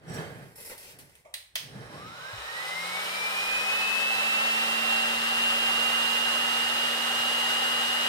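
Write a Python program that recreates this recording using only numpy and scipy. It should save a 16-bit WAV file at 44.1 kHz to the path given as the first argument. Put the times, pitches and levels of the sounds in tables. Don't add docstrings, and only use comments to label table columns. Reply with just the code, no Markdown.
import sys
import numpy as np
from scipy import signal
from scipy.fft import rfft, irfft
from scipy.io import wavfile

SR = 44100
rng = np.random.default_rng(int(sys.argv[2]) if len(sys.argv) > 2 else 0)


def transcribe(signal):
    frames = np.atleast_2d(signal).T
    limited = np.clip(frames, -1, 1)
    pcm = np.round(limited * 32767).astype(np.int16)
    wavfile.write(sys.argv[1], SR, pcm)


N = 356636
TIME = np.arange(N) / SR
BINS = np.maximum(np.arange(N // 2 + 1) * SR / N, 1)

MOTOR_ON_S, FULL_TURNS_PER_S = 1.5456, 237.91
# share_of_full_speed, time_constant_s
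SPEED_UP = [(.2338, .4813), (.7662, 1.0958)]
def heat_gun():
    age = np.maximum(TIME - MOTOR_ON_S, 0)
    speed = sum(share * (1 - np.exp(-age / lag_s)) for share, lag_s in SPEED_UP)
    speed = speed * (1 + 0.000294 * drift(4.34))
    angle = 2 * np.pi * np.cumsum(speed * FULL_TURNS_PER_S) / SR
    return air_rush(speed) + fan(angle, speed) + brushes(angle, speed)


# frequency_hz, level_db
AIR_TONE = [(40, -44), (100, -16), (280, -14), (450, -6), (900, -5), (1600, -0.1), (2200, -3), (3000, -3.5),
            (4300, -9), (6500, -15), (10000, -18.4), (14500, -21), (15800, -26)]
# pitch_hz, width_hz, left_db, right_db
BARREL_RINGS = [(574, 76, 0.5, 6), (769.5, 41, 11.5, 12), (890, 164, 5, 6), (1034, 73, -0.5, 9.5),
                (1299, 170, 10, 0.5), (1492, 108, 5, 6), (1597, 38, 7, 6), (1770, 56, 5.5, 1.5),
                (1908, 48, 9, 4.5), (2053, 24, 8, 5.5), (2424, 96, 3.5, -1.5), (2607, 89, 5.5, 3.5),
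                (2960, 280, 5, 9.5), (3260, 63, 3.5, 4.5), (3790, 580, 0.5, 5.5), (4300, 650, 3, 3.5),
                (4760, 150, 3.5, 4.5), (4945, 110, 6, 6.5), (5470, 140, -1.5, 9.5), (5940, 300.0, 6, -1.5),
                (6870, 220.0, 5.5, 8.5), (8340, 410, 2.5, 8), (8500, 520, 6.0, 0), (9280, 870, 7.5, 3.5),
                (11800, 1800, 3.5, 3), (14405.0, 225.0, 6, -3)]
# frequency_hz, gain_db
HOLLOW_TONE = [(150, 4), (300, -5), (480, 6), (800, 1), (1050, 5.5), (1400, 2.5), (1900, -1.5), (2250, 5),
               (2600, 1.5), (2950, -2), (3250, -4), (3600, 3), (3950, 6), (4450, -2), (5200, 3), (6200, 2),
               (6850, 1), (7600, 2), (10000, -8), (11800, -1), (13000, 1), (14400, 3)]
def air_rush(speed, level_db=-28, treble_hz=2270, hollow_below=0.45):
    barrel_db = np.array([bumps([(hz, width, sides_db[ear]) for hz, width, *sides_db in BARREL_RINGS])
                          for ear in range(2)])
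    rush = stereo_noise(at_hz(AIR_TONE) + barrel_db, ripple_db=2.86)
    hollow = shape_tone(rush, at_hz(HOLLOW_TONE))
    rush = rush + (hollow - rush) * np.clip((1 - speed) / (1 - hollow_below), 0, 1)
    treble = irfft(rfft(rush) / (1 + (treble_hz / BINS) ** 4), N)
    rush = rush - treble + treble * speed ** 0.57
    return rush * speed ** 2.74 * from_db(level_db + 0.38 * drift(10.3))


# time_s, left_db, right_db, left_lead_rad
WHINE_SWELLS = [(1.9, -11, -9, 2.6), (2.03, -6, -8, 1.5), (2.2, -22, -14, 1.5), (2.31, -11, -4.5, 1.7),
                (2.38, -17, -20, 4.6), (2.5, -14, -2.5, 3.5), (2.58, -8, -5, 3.9), (2.66, -9, -6, 1.7),
                (2.78, -2.5, -7, 0.7), (2.87, -10, -15, .9), (2.96, -5, -6, 2.1), (3.08, -8, -11, 2.4),
                (3.18, -2, -12, 4.3), (3.26, 0, -1, 2.8), (3.33, -3.5, -10, 2.3), (3.39, -1.5, 0, 2.4),
                (3.45, -5, -3, 3.9), (3.54, -1, 2.5, 3.37), (3.64, 0.5, -7, 3.9), (3.7, 2, 0, 2.3),
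                (3.78, -1, 3.5, 3.8), (3.87, 2, -2, 4.56), (3.97, 5.5, -10, 2.6), (4.1, 1, 3, 2.1),
                (4.18, -3, 2.5, 2.54), (4.36, 2.5, 3, 3.34), (4.72, -2.5, 1.5, 2.9), (4.8, -8, 2, 2.1),
                (4.94, -0.5, 5, 4), (5.2, -2.5, -1.5, 3.93), (5.46, 2.5, 3.5, 3.83), (5.6, -1, 1, 3.4),
                (5.7, -0.5, 4, 3.35), (5.82, -4, 4.5, 3.96), (6.88, -3, 0.5, 4.1), (6.96, -11, -2, 5.5),
                (7.24, -1.5, 0.5, 4.5), (8.08, -1.5, -1, 4.5)]
# pitch_hz, width_hz, gain_db
BODY_RINGS = [(178, 16, 9), (229.7, 14.4, 8.5)]
# cycles_per_turn, level_db
UNEVEN_TONES = [(2, -54), (3, -63), (5, -52), (6, -56), (7, -57)]
def fan(angle, speed, blades=12, whine_db=-28.5, hum_db=-52):
    left_db, right_db, lead = in_time(WHINE_SWELLS)
    flutter = np.array([drift(23) + 1j * drift(40) for ear in range(2)])
    depth = 0.06 + 0.8 * np.clip(1 - speed, 0, 0.3)
    fade_in = 1 / (1 + np.exp((0.38 - speed) / 0.064))
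    blade_tone = np.exp(1j * (blades * angle + lead * [[.5], [-.5]])) * (1 + depth * flutter)
    whine = from_db(whine_db + np.array([left_db, right_db])) * speed ** 1.1 * blade_tone.real
    body_db = bumps(BODY_RINGS, speed * FULL_TURNS_PER_S)
    hum = from_db(hum_db + body_db + [[-.7], [.7]]) * np.sin(angle + [[.25], [-.25]])
    uneven = sum(from_db(db + 3.1 * drift(7.7)) * np.sin(k * angle + rng.uniform(0, np.pi, (2, 1)))
                 for k, db in UNEVEN_TONES)
    return np.sqrt(2) * (fade_in * whine + speed ** 4.7 * (hum + fade_in * uneven))


# cycles_per_turn, boost_db
STRONG_OVERTONES = [(20, 4), (23, 3), (26, 7), (27, 6), (29, 3), (31, 8), (36, 7), (38, 7), (40, 3),
                    (41, 3), (42, 4), (46, 6), (47, 2), (52, 4), (56, 5), (65, 5), (72, 3)]
# share_of_full_speed, gain_db
BRUSH_CHATTER = [(0, -60), (.3, -22), (.55, -14), (.65, -7), (.71, -1.5), (.8, -.5), (.92, 0), (.96, -2.5),
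                 (1, -4.5)]
# frequency_hz, gain_db
BUZZ_TONE = [(2500, -85), (3400, -70), (4000, -60), (4450, -69), (5000, -63), (5200, -62), (5300, -58),
             (5400, -61), (5510, -58.5), (5620, -68), (6400, -75), (7500, -74), (8000, -68), (8330, -60),
             (8900, -64.5), (9750, -62), (10500, -72), (11700, -72), (12600, -68), (13400, -72),
             (13900, -65), (14450, -63), (14900, -71), (16000, -82)]
# frequency_hz, level_db
BRUSH_HISS_TONE = [(600, -34), (2000, -4), (3200, -30), (3950, 19), (4600, -16), (5450, 23), (6400, -15),
                   (8300, 5), (9700, 9), (11500, -10), (14400, -9), (16000, -17)]
def brushes(angle, speed, hiss_db=-58):
    overtones = np.arange(14, 91)
    fade_db = np.interp(overtones, [55, 73, 90], [0, -1.5, -16])
    random_db = rng.normal(-1.5, 2.5, len(overtones))
    levels_db = [dict(STRONG_OVERTONES).get(k, db) for k, db in zip(overtones, random_db)]
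    strengths = np.sqrt(2) * from_db(fade_db + levels_db)
    circle = np.linspace(0, 2 * np.pi, 2048)
    one_turn = np.sin(np.outer(circle, overtones) + rng.uniform(0, 2 * np.pi, len(overtones))) @ strengths
    chatter_db = np.interp(speed, *np.transpose(BRUSH_CHATTER)) + drift(40)
    contact = np.interp(angle % (2 * np.pi), circle, one_turn) * from_db(chatter_db)
    buzz = shape_tone(contact, at_hz(BUZZ_TONE) - 2)
    buzz = room(buzz, tail_db=-6, early_db=-6, early_fade_s=0.03, right_lag_samples=0)
    return buzz + from_db(hiss_db) * speed ** 0.28 * stereo_noise(at_hz(BRUSH_HISS_TONE))


# start_s, level_db, ring_hz, ring_width_hz, ring_db
CLICK_HITS = [(.558, -38, 10000, 2100, 12), (.779, -21, 10000, 2100, 3), (0.988, -28, 9500, 2100, 13),
              (1.096, -34, 8600, 2100, 7), (1.153, -29, 8450, 2100, 7), (1.3395, -12.5, 8700, 1300, 8),
              (1.341, -6.5, 4000, 400, 9.5), (1.5533, -19, 11800, 2100, 7), (1.5555, -1, 3200, 900, 3),
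              (1.559, -6.5, 5560, 2100, 11)]
# pitch_hz, width_hz, gain_db
SHELL_RINGS = [(610, 170, -1.5), (1060, 490, -1), (1940, 300, 10), (2380, 440, 7), (3200, 700, 5.5),
               (4100, 350, 4.5), (4800, 920, 1.5), (6450, 490, -1), (8800, 1400, 1.5), (11700, 1400, 0),
               (14300, 3000, -1.5)]
def clicks(crack_s=0.0003):
    out, age = np.zeros((2, N)), TIME[:SR // 2]
    for start_s, db, ring_hz, ring_width_hz, ring_db in CLICK_HITS:
        crack = flatten(rng.standard_normal(len(age)) * np.exp(-np.minimum(age / crack_s, 50)))
        force = from_db(db - 5) * (crack + from_db(ring_db) * resonate(crack, ring_hz, ring_width_hz))
        shell = sum((-1) ** k * from_db(gain_db) * resonate(force, hz, width)
                    for k, (hz, width, gain_db) in enumerate(SHELL_RINGS))
        start = round(start_s * SR)
        out[:, start:start + len(age)] += room(shell, tail_db=1, early_db=1, early_fade_s=0.03)
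    return out


# peak_s, hold_s, rumble_db, scrape_db
PULLS = [(.1, 0.048, -39.5, -40.5), (.18, 0.037, -40, -33), (.28, 0.15, -45, -45.5),
         (.945, 0.077, -54.5, -53.5), (1.64, 0.05, -51, -51.5), (1.755, 0.07, -43.5, -43.5),
         (1.84, 0.029, -52, -45), (1.94, 0.041, -46, -40.5), (2.045, 0.022, -45, -55),
         (2.17, 0.059, -58, -71)]
# frequency_hz, level_db
RUMBLE_TONE = [(24, -50), (40, -21), (81, -8), (140, 4), (183, -3), (231, -7.5), (272, -6), (340, -16),
               (400, -12), (520, -52), (880, -120)]
# frequency_hz, level_db
SCRAPE_TONE = [(180, -54), (300, -7), (423, -3), (828, -8.5), (991, -15), (1420, -10.5), (1900, -9.5),
               (2350, -19.5), (3900, -25.5), (5350, -29.5), (6950, -34), (7920, -31), (15000, -40)]
def dragging():
    rumble = stereo_noise(at_hz(RUMBLE_TONE)) * from_db(-2.5 + 1.05 * drift(40))
    scrape = stereo_noise(at_hz(SCRAPE_TONE)) * from_db(-4.5 + 0.31 * drift(96))
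    rumbling, scraping = strokes(PULLS, rise_db_per_s=187, fall_db_per_s=105)
    return rumbling * rumble + scraping * scrape


# peak_s, hold_s, level_db
SQUEAK_STROKES = [(.084, 0.09, -51), (.141, 0.01, -49)]
# pitch_hz, width_hz, gain_db
SQUEAK_RINGS = [(5670, 42, 12), (7800, 160, 2), (8500, 580, -6), (10300, 300, -27)]
def squeak():
    slips = rng.standard_normal((2, N)) * from_db(4.2 * drift(200))
    ringing = rms_one(sum(from_db(db) * resonate(slips, hz, width) for hz, width, db in SQUEAK_RINGS))
    return ringing * strokes(SQUEAK_STROKES, rise_db_per_s=2498, fall_db_per_s=332)


# peak_s, hold_s, hiss_db, rub_db, rasp_db
CORD_SLIPS = [(.139, .008, -48, -70, -57), (.3, 0.23, -65.5, -60, -66), (.558, .006, -61, -57, -48.5),
              (.58, 0.016, -55, -53.5, -50), (.604, 0.032, -53, -56, -48), (.65, 0.048, -53, -52.5, -44.5),
              (.698, 0.032, -47.5, -45.5, -61), (.78, 0.042, -54, -57, -50), (.83, 0.087, -50, -56, -68),
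              (.99, 0.015, -52.5, -62, -54.5), (1.05, 0.15, -65, -66.5, -80)]
# frequency_hz, level_db
CORD_HISS_TONE = [(1470, -34), (2500, -1.5), (3300, -9), (3900, -8), (5410, -7.5), (6920, -11), (7600, -11),
                  (10200, -8), (14000, -11), (15800, -15)]
# frequency_hz, level_db
CORD_RUB_TONE = [(120, -9), (200, -7), (294, -12), (520, -1), (673, -9), (900, -4.5), (1250, -12),
                 (1650, -10.5), (2050, -6), (2600, -15), (3380, -41), (5720, -120)]
# pitch_hz, width_hz, gain_db
RASP_RINGS = [(2060, 110, -5), (4030, 130, -2), (4700, 200, -3), (5380, 110, 6), (7400, 200, 1),
              (7950, 150, -1), (8850, 350, 3), (9800, 150, 8), (10200, 400, 5), (11200, 400, -1),
              (12100, 700, 3), (13650, 350, 2.5)]
def cord():
    hissing, rubbing, rasping = strokes(CORD_SLIPS, rise_db_per_s=3996, fall_db_per_s=214)
    grain = from_db(0.45 * drift(150))
    hiss = hissing * stereo_noise(at_hz(CORD_HISS_TONE))
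    rub = rubbing * stereo_noise(at_hz(CORD_RUB_TONE))
    rasp = sum(from_db(db) * resonate(rng.standard_normal((2, N)), hz, width)
               for hz, width, db in RASP_RINGS)
    return grain * (hiss + rub + rasping * rms_one(rasp))


# start_s, level_db, pitch_hz, fade_s (time to fall by 60 dB)
TABLE_KNOCKS = [(0.18, -24.5, 158.5, 0.13), (0.426, -39, 135, 0.15), (1.754, -36, 200, .15),
                (1.84, -50, 60, .3), (2.33, -35, 109, 0.13), (2.37, -46, 59.6, 0.4)]
def knocks(rise_s=0.0098):
    out = np.zeros(N)
    for start_s, db, hz, fade_s in TABLE_KNOCKS:
        age = np.clip(TIME - start_s, 0, 1)
        out += from_db(db - 60 * age / fade_s) * np.sin(2 * np.pi * hz * age) * np.minimum(age / rise_s, 1)
    return room(out, tail_db=-20, early_db=-18)


# frequency_hz, level_db
TAP_TONE = [(250, -17), (480, -12), (620, 5), (800, -6), (1000, -4), (1200, -7), (1600, -24), (2200, -12),
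            (4000, -31), (9000, -26), (15000, -40)]
def finger_tap(start_s=1.247, level_db=-51.5, rise_s=0.0055, fade_s=0.53):
    age = np.clip(TIME - start_s, 0, 1)
    loudness = from_db(level_db - 60 * age / fade_s) * np.minimum(age / rise_s, 1)
    return loudness * stereo_noise(at_hz(TAP_TONE))


# frequency_hz, fade_s
ROOM_FADE = [(150, 0.72), (600, 0.41), (2000, 0.48), (5000, 0.33), (9000, 0.48), (15000, 0.26)]
def room(dry, tail_db, early_db, early_fade_s=0.067, right_lag_samples=8):
    age, edges_hz = TIME[:SR // 2], np.geomspace(100, 17000, 9)
    tail = 0
    for low, high in zip(edges_hz, edges_hz[1:]):
        band_pass = signal.butter(2, [low, high], "band", fs=SR, output="sos")
        band = signal.sosfilt(band_pass, rng.standard_normal((2, len(age))))
        tail = tail + band * from_db(-60 * age / at_hz(ROOM_FADE, np.sqrt(low * high)))
    tail = tail * np.minimum(age / 0.00084, 1)
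    scatter = rng.standard_normal((2, len(age))) + rng.standard_normal(len(age))
    early = flatten(scatter * from_db(-60 * age / early_fade_s))
    echoes = (from_db(tail_db) * rms_one(tail) + from_db(early_db) * rms_one(early)) / np.sqrt(len(age))
    left, right = dry + signal.fftconvolve(dry[None], echoes, axes=1)[:, :len(dry)]
    return np.array([left, np.pad(right, (right_lag_samples, 0))[:len(dry)]])


# frequency_hz, level_db
BACKGROUND_TONE = [(30, -2), (60, 16.5), (140, 5), (300, -22), (700, -2), (1300, -8), (2000, -4),
                   (3500, -19), (8000, -26), (15000, -22)]
def background(level_db=-71):
    return from_db(level_db) * stereo_noise(at_hz(BACKGROUND_TONE))


# frequency_hz, likeness (0 to 1), left_lead_rad
MICROPHONES = [(60, 0.9, .1), (250, 0.74, 0.38), (510, 1, 0.77), (850, 0.66, 1.45), (1080, 0.26, 2.07),
               (1820, 0.49, 2.77), (1835, 0.83, 1.5), (2570, 0.45, 2.4), (3130, 0.48, 3.3), (4160, 0, 6.56),
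               (7340, 0, 7.3), (8600, 0.55, 7.6), (12000, 0, 12.8), (14900, 0, 11)]
def stereo_noise(tone_db, ripple_db=4.5):
    hz, alike, lead = np.transpose(MICROPHONES)
    alike = np.clip(at_hz(np.c_[hz, alike]), 0, 1)
    mid, side = rfft(rng.standard_normal((2, N)))
    ears = np.sqrt(1 + alike) * mid + np.sqrt(1 - alike) * side * [[1], [-1]]
    ears = ears * np.exp(1j * at_hz(np.c_[hz, lead]) * [[.5], [-.5]])
    steps_hz = np.arange(0, SR / 2, 45)
    ripple = np.array([np.interp(BINS, steps_hz, rng.standard_normal(len(steps_hz))) for ear in range(2)])
    depth_db = 2 * ripple_db * BINS / (BINS + 1500) / (1 + (BINS / 15000) ** 2)
    return rms_one(shape_tone(irfft(ears, N), tone_db + depth_db * ripple))


def strokes(rows, rise_db_per_s, fall_db_per_s):
    power = 0
    for peak_s, hold_s, *levels_db in rows:
        rise_db = rise_db_per_s * np.maximum(peak_s - TIME, 0)
        fall_db = fall_db_per_s * np.maximum(TIME - peak_s - hold_s, 0)
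        shape = from_db(np.maximum(-rise_db - fall_db, -120))
        power = power + np.outer(from_db(levels_db), shape) ** 2
    return np.sqrt(power)


def drift(rate_hz):
    step = 16
    r = np.exp(-2 * np.pi * rate_hz * step / SR)
    slow = signal.lfilter([1], [1, -2 * r, r * r], rng.standard_normal(2 * N // step))[N // step:]
    return np.interp(np.arange(N) / step, np.arange(len(slow)), rms_one(slow))


def resonate(x, hz, width_hz):
    r = np.exp(-np.pi * width_hz / SR)
    feedback = [1, -2 * r * np.cos(2 * np.pi * hz / SR), r * r]
    return signal.lfilter(np.array([1, 0, -1]) * (1 - r * r) / 2, feedback, x + 1e-18)


def bumps(rings, at=BINS):
    return sum(db / (1 + (2 * (at - hz) / width) ** 2) for hz, width, db in rings)


def flatten(burst):
    size = burst.shape[-1]
    return irfft(np.exp(1j * np.angle(rfft(burst, 2 * size))))[..., :size]


def shape_tone(x, gain_db):
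    return irfft(rfft(x) * from_db(gain_db), N)


def at_hz(points, hz=BINS):
    table_hz, value = np.transpose(points)
    return np.interp(np.log(hz), np.log(table_hz), value)


def in_time(rows):
    times_s, *columns = np.transpose(rows)
    return [np.interp(TIME, times_s, column) for column in columns]


def from_db(db):
    return 10 ** (np.asarray(db) / 20)


def rms_one(x):
    return x / np.sqrt(np.mean(x ** 2) + 1e-20)


def scene():
    gun = heat_gun()
    handling = dragging() + squeak() + clicks() + knocks() + finger_tap()
    return gun + handling * from_db([[-.9], [.9]]) + cord() + background()


def record(dry):
    return signal.sosfilt(signal.ellip(10, .1, 80, 15750, fs=SR, output="sos"), dry)


dry = scene()
out = record(dry)
transcribe(out)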